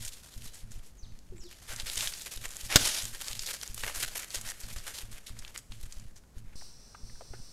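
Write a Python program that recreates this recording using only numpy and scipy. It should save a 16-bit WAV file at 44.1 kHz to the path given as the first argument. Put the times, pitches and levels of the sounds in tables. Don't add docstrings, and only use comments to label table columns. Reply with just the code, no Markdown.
import sys
import numpy as np
from scipy import signal
from scipy.fft import rfft, irfft
from scipy.io import wavfile

SR = 44100
rng = np.random.default_rng(int(sys.argv[2]) if len(sys.argv) > 2 else 0)


def wav_record(signal):
    frames = np.transpose(np.atleast_2d(signal))
    bounded = np.clip(frames, -1, 1)
    quanta = np.round(bounded * 32767).astype(np.int16)
    wavfile.write(sys.argv[1], SR, quanta)


N = 331632
TIME = np.arange(N) / SR
SCENE_CHANGE_S = 6.556


def from_db(db):
    return 10 ** (np.asarray(db) / 20)


def rms_one(x):
    return x / np.sqrt(np.mean(x ** 2) + 1e-20)


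def in_time(rows):
    s, *columns = np.transpose(rows)
    return [np.interp(TIME, s, c) for c in columns]


def add(out, s, sound):
    at = max(round(s * SR), 0)
    out[at:at + len(sound)] += sound[:N - at]


def cut(x, hz, kind, order=2):
    sos = signal.butter(order, min(hz, .48 * SR), kind, fs=SR, output="sos")
    return signal.sosfilt(sos, x + 1e-18)


def resonance(x, hz, width_hz):
    r = np.exp(-np.pi * width_hz / SR)
    zeros = np.array([1, 0, -1]) * (1 - r * r) / 2
    poles = [1, -2 * r * np.cos(2 * np.pi * hz / SR), r * r]
    return signal.lfilter(zeros, poles, x + 1e-18)


def coloured(x, spectrum, size=4096):
    hz, db = np.transpose(spectrum)
    bins_hz = np.arange(size // 2 + 1) * SR / size
    gain = rms_one(from_db(np.interp(np.log(bins_hz + 1), np.log(hz), db)))
    cepstrum = irfft(np.log(gain))
    cepstrum[1:size // 2] *= 2
    cepstrum[size // 2 + 1:] = 0
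    impulse = irfft(np.exp(rfft(cepstrum)))
    return signal.oaconvolve(x, impulse)[:len(x)]


def drift(rate_hz, size=32):
    noise = rng.standard_normal(N // size + 1002)
    slow = rms_one(cut(noise, rate_hz * size, "low")[1000:])
    return np.interp(np.arange(N) / size, np.arange(len(slow)), slow)


# f/Hz, level/dB
FLOOR_SPECTRUM = [(15, -24), (25, 1), (134, -14.5), (236, -18), (301, -24), (463, -25), (1020, -33.5),
                  (1440, -36), (2910, -45.5), (3620, -42), (6560, -38.5), (14000, -47), (16000, -54)]


def noise_floor():
    return from_db(-56.5) * coloured(rng.standard_normal(N), FLOOR_SPECTRUM)


CYCLE_S, BURSTS_AT_S, BURST_S = .6672, (.362, .633), .098
EXTRA_BURSTS = [0.759, 1.829, 2.82, 3.833, 4.763, 5.835]
EXTRA_BURST_S = .034
REST_S = .3


def bursts():
    starts = np.add.outer(np.arange(-CYCLE_S, TIME[-1], CYCLE_S), BURSTS_AT_S).ravel()
    spans = []
    for s in starts:
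        resting = 0 < s - SCENE_CHANGE_S < REST_S
        if -BURST_S < s < TIME[-1] and not resting:
            spans.append((max(s, 0), s + BURST_S))
    return spans + [(s, s + EXTRA_BURST_S) for s in EXTRA_BURSTS]


def electronics():
    dents, rebounds, busy = np.zeros(N), np.zeros(N), np.zeros(N)
    t = TIME[:SR // 4]
    spans = bursts()
    for (start, end), (width, pace) in zip(spans, rng.standard_normal((len(spans), 2))):
        stretch = from_db(1.1 * width)
        age, since_end = t / (0.0063 * stretch), t / 0.02
        if start > 0:
            add(dents, start, -age * np.exp(1 - age) / stretch)
        rebound = since_end * np.exp(1 - since_end ** 2)
        undershoot = 0.43 * (since_end / 2) ** 2 * np.exp(1 - since_end / 1.36)
        add(rebounds, end, rebound - undershoot)
        cycle = 2 * np.pi * 110 * (1 + 0.025 * pace) * t
        pulsing = 1.57 + np.sin(cycle) + 0.34 * np.sin(2 * cycle)
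        add(busy, start, pulsing * np.clip((end - start - t) / 0.0016, 0, 1))
    buzz = from_db(-51.5 + 3.2 * drift(66)) * cut(busy, 300, "low")
    return from_db(-32) * dents + from_db(-36.5) * rebounds + buzz


# t/s, level/dB
SIZZLE_LEVEL = [(6.57, -51.5), (6.644, -51.5), (6.758, -59.5), (7.032, -60), (7.064, -56), (7.31, -57),
                (7.346, -55), (7.5, -55.5)]
# f/Hz, level/dB
SIZZLE_SPECTRUM = [(1650, -26.5), (2800, -16.5), (3290, -21.5), (4240, -8), (5230, -6.5), (5650, -5.5),
                   (6060, -7), (6190, -9.5), (6550, -18), (8670, -11.5), (10900, -23), (12500, -24.5),
                   (15000, -32)]
# f/Hz, level/dB
WHINE_TONES = [(3470, -79.5), (4083, -75.5), (4410, -81), (4909, -74.5), (5165, -72), (5466, -68.5),
               (5532, -70), (5854, -66), (5918, -76), (6200, -84), (6530, -76), (7590, -79), (8350, -82)]


def sizzle():
    level_db, = in_time(SIZZLE_LEVEL)
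    age = TIME[:N - round(SCENE_CHANGE_S * SR)]
    band = cut(coloured(rng.standard_normal(len(age)), SIZZLE_SPECTRUM), 2400, "high")
    hiss = from_db(level_db[-len(age):] - 1.5) * band
    tones = sum(from_db(db + 1.5) * np.sin(2 * np.pi * (hz * age + rng.random())) for hz, db in WHINE_TONES)
    air = from_db(-69.5) * rms_one(cut(rng.standard_normal(len(age)), 1870, "low"))
    bump = from_db(-36.0) * (np.exp(-age / 0.00049) - np.exp(-age / 0.11))
    return np.pad(hiss + tones + air + bump, (N - len(age), 0))


def woodland(x, t60_s, wet_db):
    t = TIME[:SR]
    echoes = rng.standard_normal(SR) * from_db(-60 * t / t60_s) * (1 - np.exp(-t / 0.013))
    tail = signal.oaconvolve(x, rms_one(echoes) / np.sqrt(SR))[:N]
    return x + from_db(wet_db) * tail


def notes(tracks, waver, fade_s):
    out, unsteady = np.zeros(N), 1 + waver * drift(210)
    for track in tracks:
        hz, db = in_time(track)
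        to_edge_s = np.minimum(TIME - track[0][0], track[-1][0] - TIME)
        gate = np.clip(to_edge_s / fade_s + .5, 0, 1)
        phase = 2 * np.pi * np.cumsum(hz * unsteady) / SR
        out += gate * from_db(db) * np.sqrt(2) * np.sin(phase)
    return out


# t/s, f/Hz, level/dB
WHISTLE_TRACKS = [
    [(.45, 4870, -68), (.475, 3990, -58), (.50, 2800, -66)],
    [(.972, 7000, -73), (.995, 6280, -56.5), (1.02, 6040, -70), (1.032, 4600, -56.5), (1.05, 3660, -60.5),
     (1.062, 2830, -70)],
    [(1.37, 7370, -60), (1.392, 7920, -61), (1.41, 5840, -54), (1.435, 5070, -57), (1.462, 3950, -60),
     (1.485, 3350, -63), (1.493, 2800, -64)],
]


def whistles():
    return from_db(-0.5) * woodland(notes(WHISTLE_TRACKS, waver=0.029, fade_s=0.0045), t60_s=0.53, wet_db=-1.5)


# t/s, f/Hz, level/dB
GRUNT_TRACKS = [
    [(1.308, 393, -94), (1.325, 369, -47), (1.345, 360, -56), (1.385, 296, -62)],
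    [(1.425, 346, -68), (1.462, 367, -49), (1.485, 375, -68)],
]


def grunts():
    return woodland(notes(GRUNT_TRACKS, waver=0.063, fade_s=.008), t60_s=0.28, wet_db=-10)


def cracks(rows, width_share, tail_db, break_s, top_hz):
    out, t = np.zeros(N), TIME[:SR // 10]
    for s, db, hz, t60_s in rows:
        decay = np.exp(-t / break_s) + from_db(tail_db - 60 * t / max(t60_s, .002))
        burst = rng.standard_normal(len(t)) * decay
        ringing = rms_one(resonance(burst, hz, width_share * hz)) * np.sqrt(break_s / t[-1])
        add(out, s + 0.00082, from_db(db) * ringing)
    return cut(out, top_hz, "low")


# t/s, level/dB, centre f/Hz, t60/s
BITE_EVENTS = [(6.611, -46, 1660, 0.02), (6.621, -43, 796, 0.018), (6.9465, -35, 1310, 0.032),
               (7.096, -45.5, 1670, 0.021), (7.155, -50, 1510, 0.035), (7.206, -63, 1500, .018),
               (7.208, -34.5, 770, 0.02), (7.217, -39.5, 530, 0.027), (7.334, -36.5, 377, 0.01),
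               (7.3345, -39, 780, 0.018), (7.335, -39, 1510, 0.088)]


def bites():
    return from_db(-.5) * cracks(BITE_EVENTS, width_share=0.19, tail_db=6, break_s=0.00067, top_hz=3100)


def crackle(per_s, spread_db, friction_db, clump_db, patchy_db, count=12):
    fractures, rings = np.zeros(N), np.zeros(N)
    for hz in np.geomspace(900, 12000, count):
        where, size, sign, order = rng.random((12000, 4)).T
        at = (where * N).astype(int)
        turns = np.linspace(0, 1, 200)
        weight_db = patchy_db * np.interp(where, turns, rng.standard_normal(len(turns)))
        size_db = spread_db * np.minimum(-np.log(size), 4)
        breaks = order < per_s * TIME[-1] / count / len(at)
        clicks = np.zeros(N)
        clicks[at] = breaks * np.sign(sign - .5) * from_db(weight_db + size_db)
        fractures += clicks
        rings += resonance(clicks, hz, 0.25 * hz)
    grains = rms_one(rings + 0.26 * fractures)
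    envelope = np.sqrt(cut(grains ** 2, 170, "low", order=1).clip(0))
    scrape = rms_one(envelope) + from_db(friction_db)
    rustle = grains + 0.85 * scrape * rng.standard_normal(N)
    return rms_one(rustle * from_db(clump_db * drift(70)))


def strokes(rows, roundness):
    crisp, body = np.zeros(N), np.zeros(N)
    for s, db, body_db, length_s in rows:
        speed = np.sin(np.pi * np.clip((TIME - s) / max(length_s, .01), 0, 1))
        power = (from_db(db) * speed ** roundness) ** 2
        crisp += power
        body += power * from_db(body_db) ** 2
    return crisp, body


def voiced(x, crisp, body, split_hz=2800):
    return crisp * cut(x, split_hz, "high", order=3) - body * cut(x, split_hz, "low", order=3)


# f/Hz, level/dB
LEAF_SPECTRUM = [(180, -42), (300, -5), (565, -2.5), (1060, -5), (1640, 0), (3520, -2), (7690, -1.5),
                 (12100, -4.5), (14500, -15), (16000, -26)]
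# t/s, treble level/dB, body level/dB re treble
STIR = [(0.0, -59, 1), (0.38, -56, -5.0), (0.68, -70, 5), (0.94, -72.5, 5.5), (1.35, -67.5, 2),
        (1.85, -51.0, -6), (2.3, -50.5, -3), (3.2, -48, -5.5), (3.6, -50.5, -3.5), (3.95, -47, -4),
        (4.28, -53.5, 1.0), (4.85, -51.0, -1.5), (5.24, -61, 2.5), (5.5, -57.5, 4.5), (5.66, -73, -7),
        (5.9, -56.5, 0.5), (6.25, -75.5, 2.5), (6.55, -71, 11)]
# start t/s, level/dB, body level/dB re treble, length/s
DRAGS = [(-0.006, -42.5, -9, 0.11), (0.412, -47, -5.5, 0.09), (0.565, -53.5, -8, 0.067),
         (0.825, -56, -8, 0.096), (1.864, -40.5, -5.5, 0.12), (1.969, -37, -10, 0.15),
         (2.103, -45, -9, 0.17), (2.405, -45.5, -1, 0.074), (3.008, -45.5, -5, 0.072),
         (3.125, -44, 1, 0.054), (3.254, -43, -0.5, 0.077), (3.478, -36, -4, 0.046),
         (3.767, -42.5, -9, 0.072), (3.82, -42, 4.5, 0.12), (3.995, -33.5, -8, 0.041),
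         (4.052, -47, -2, 0.054), (4.456, -41, -3.5, 0.069), (4.925, -44.5, -4.5, 0.12),
         (6.355, -61.5, -5, 0.055)]
STIR_WANDER_DB, STIR_WANDER_HZ = 2.0, 16


def litter():
    stir_db, hollow_db = in_time(STIR)
    stir = from_db(stir_db + STIR_WANDER_DB * drift(STIR_WANDER_HZ))
    dragged, dug = strokes(DRAGS, roundness=0.79)
    crisp = np.sqrt(stir ** 2 + dragged)
    body = np.sqrt((stir * from_db(hollow_db)) ** 2 + dug)
    fine = crackle(per_s=3200, spread_db=3.5, friction_db=0.0, clump_db=1.5, patchy_db=8.5)
    rustle = voiced(coloured(fine, LEAF_SPECTRUM), crisp, from_db(0.5) * body)
    return rustle * (TIME < SCENE_CHANGE_S)


# t/s, level/dB, body level/dB re treble, length/s, leaf ring f/Hz
FOOTFALLS = [(0.075, -41, -16.0, 0.024, 8650), (0.116, -46.5, -11, 0.046, 4300.0),
             (0.229, -51, -4.0, 0.02, 1400.0), (0.53, -48, -4, 0.058, 7340),
             (0.702, -52.5, -2.5, 0.085, 5660), (1.509, -49, -2.0, 0.03, 2500.0),
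             (1.613, -51.5, -2.5, 0.069, 1400.0), (1.676, -40, 1, 0.093, 1410),
             (1.773, -44, 0, 0.069, 3300.0), (1.857, -36, -0.5, 0.051, 3700.0),
             (1.96, -34.5, -4, 0.081, 3270), (2.011, -37.5, 2.5, 0.077, 3700.0),
             (2.255, -42, -1.5, 0.037, 2160), (2.309, -38.5, -3, 0.044, 5700.0),
             (2.356, -42.5, -10, 0.012, 11500.0), (2.373, -41, -2, 0.0091, 3300.0),
             (2.437, -44, 4.5, 0.036, 2160), (2.598, -44.5, -14, 0.039, 2500.0),
             (2.638, -42, -6, 0.056, 5700.0), (3.401, -38.5, -7.5, 0.069, 4970),
             (3.459, -37.5, -4.5, 0.028, 4300.0), (3.528, -37.5, 0.5, 0.041, 5700.0),
             (3.629, -43, 3, 0.017, 5700.0), (3.83, -40, 2, 0.027, 1900.0), (3.877, -38, 9, 0.011, 1900.0),
             (3.941, -36.5, -0.5, 0.083, 11500.0), (4.026, -30.5, -3.5, 0.025, 2130),
             (4.147, -40, 4, 0.034, 11500.0), (4.166, -36, -5, 0.026, 11500.0),
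             (4.191, -37.5, -1.5, 0.029, 1400.0), (4.215, -41.0, -1.5, 0.042, 2110),
             (4.303, -44.5, -9, 0.052, 2770), (4.338, -37, -1.5, 0.052, 3260),
             (4.443, -43.5, 0, 0.048, 1410), (4.599, -44.5, -12, 0.024, 11500.0),
             (4.724, -44.5, -16, 0.029, 11500.0), (4.857, -40, 0.5, 0.063, 1390),
             (4.936, -44.5, -11.0, 0.042, 3700.0), (5.112, -48.5, -4, 0.037, 7500.0),
             (5.262, -42.5, -10, 0.043, 3680), (5.542, -47.5, 1, 0.032, 2090),
             (5.572, -46, -5, 0.031, 8700.0), (5.708, -52, -3.5, 0.072, 2800.0),
             (5.797, -52, -7, 0.033, 1400.0), (5.828, -49.5, -4, 0.022, 1400.0),
             (5.853, -51.5, 2.0, 0.023, 1400.0), (6.156, -58.5, 1.5, 0.037, 5800)]
LEAF_RING_DB, LEAF_RING_WIDTH = -3, 0.44


def steps():
    out, t = np.zeros(N), TIME[:SR // 5]
    grains = crackle(per_s=6500, spread_db=3.0, friction_db=-9.5, clump_db=2.0, patchy_db=5.5)
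    coarse = coloured(grains, LEAF_SPECTRUM)
    for s, db, hollow_db, length_s, hz in FOOTFALLS:
        age = t / max(length_s, .005)
        press = (1 - np.exp(-age / 0.17)) * np.exp(-2 * age ** 1.9)
        texture = voiced(coarse[round(s * SR):][:len(t)], 1, from_db(hollow_db))
        crunch = texture * press / press.max()
        crunch = crunch + from_db(LEAF_RING_DB) * resonance(crunch, hz, LEAF_RING_WIDTH * hz)
        add(out, s, from_db(db - 2.0) * crunch)
    return out


# t/s, level/dB, centre f/Hz, t60/s
SNAP_EVENTS = [(0.049, -21.5, 7600, 0.053), (1.189, -42, 5890, 0.017), (1.761, -24, 6660, 0.022),
               (1.798, -20.5, 3880, 0.028), (1.898, -20.5, 3630, 0.014), (1.956, -22, 5450, 0.014),
               (1.977, -17, 7060, 0.012), (2.007, -16, 3600, 0.014), (2.073, -16.5, 3300, 0.014),
               (2.136, -23, 4500, 0.027), (2.567, -23.5, 8250, 0.0068), (2.853, -13.5, 5360, 0.018),
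               (3.282, -20, 5060, 0.011), (3.392, -18.5, 4900, 0.03), (3.613, -26.5, 4160, 0.013),
               (3.632, -23, 6030, 0.014), (3.676, -25.5, 6900, 0.0041), (3.744, -21.5, 11100, 0.025),
               (3.8355, -18.5, 1760, 0.015), (3.878, -23, 1800, 0.02), (3.897, -26.5, 960, 0.011),
               (3.948, -27, 6620, 0.018), (4.034, -28, 3300, 0.024), (4.304, -28, 4500, 0.015),
               (4.355, -21.5, 7110, 0.025), (4.412, -24, 8170, 0.032), (4.5, -23, 7450, 0.027),
               (4.784, -31, 4800, 0.031), (4.869, -30, 2760, 0.024), (4.884, -32, 8840, 0.014),
               (5.389, -28, 6160, 0.035), (5.448, -30, 3100, 0.013), (5.478, -34, 3730, 0.025),
               (5.56, -27, 1930, 0.0081), (5.576, -23, 7260, 0.011), (5.72, -31.5, 3230, 0.023),
               (5.812, -38, 11000, 0.008), (5.829, -34, 10000, 0.01), (5.923, -29, 5330, 0.027),
               (5.997, -39, 7040, 0.018), (6.237, -51, 1430, 0.014)]


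def snaps():
    return from_db(-2.0) * cracks(SNAP_EVENTS, width_share=0.47, tail_db=-5, break_s=0.0004, top_hz=10800)


# f/Hz, level/dB
SPRAY_SPECTRUM = [(180, -34.5), (300, -11.5), (519, -14), (645, -8.5), (1100, -11), (1610, -7.5),
                  (5610, -4.5), (7820, -9.5), (11100, -9), (14500, -24), (16000, -36)]
# start t/s, hiss level/dB, air rush level/dB re hiss, length/s
WING_STROKES = [(2.686, -31, 5, 0.098), (2.766, -28, -4, 0.16), (2.879, -31.5, -5.0, 0.16)]


def wing_sweep():
    hiss, rush = np.sqrt(strokes(WING_STROKES, roundness=1.0))
    grains = crackle(per_s=9000, spread_db=4.0, friction_db=-1.0, clump_db=1.5, patchy_db=5.5)
    return voiced(coloured(grains, SPRAY_SPECTRUM), from_db(-.5) * hiss, from_db(0.5) * rush)


# f/Hz, level/dB
SLAP_SPECTRUM = [(200, -14), (480, -8), (900, -8), (1550, 0.5), (2400, -6), (3400, -3), (4400, 0),
                 (6400, -5.5), (8400, -6), (10000, -14.5), (14500, -14.5), (16000, -27)]
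# t/s, noise level/dB, t60/s, air push level/dB
SLAPS = [(2.7581, -7.5, 0.047, -4), (2.766, -15.5, 0.04, -18)]


def wing_clap():
    slap, air, t = np.zeros(N), np.zeros(N), TIME[:SR // 10]
    for s, db, t60_s, push_db in SLAPS:
        onset = 1 - np.exp(-(t / 0.00042) ** 2)
        decay = np.exp(-t / 0.0013) + from_db(-7.5 - 60 * t / t60_s)
        add(slap, s, from_db(db + 4) * onset * decay * rng.standard_normal(len(t)))
        push = (1 - np.exp(-(t / 0.00012) ** 2)) * np.exp(-t / 0.0023)
        add(air, s, from_db(push_db) * push)
    return coloured(slap, SLAP_SPECTRUM) + cut(air, 39, "high", order=1)


# f/Hz, width/Hz, level/dB
CASE_HOLLOWS = [(579, 70, 2), (847, 36, 2), (1570, 88, 0), (1910, 79, 1), (3120, 89, 2), (3510, 92, 1),
                (4260, 120, 0.5), (5080, 22, -2.5), (6830, 290, 2)]


def through_case(x):
    return x + sum((from_db(db) - 1) * resonance(x, hz, width_hz) for hz, width_hz, db in CASE_HOLLOWS)


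def scene():
    close = snaps() + bites() + litter() + steps() + wing_sweep() + wing_clap()
    near = through_case(woodland(close, t60_s=0.48, wet_db=-16.5))
    calls = whistles() + grunts()
    background = noise_floor() + sizzle() + electronics()
    return np.tile(near + calls + background, (2, 1))


def record(dry):
    clipped = dry / (1 + (dry / .7) ** 4) ** (1 / 4)
    lowpass = signal.ellip(10, .1, 80, 15700, fs=SR, output="sos")
    return signal.sosfilt(lowpass, clipped)


dry = scene()
out = record(dry)
wav_record(out)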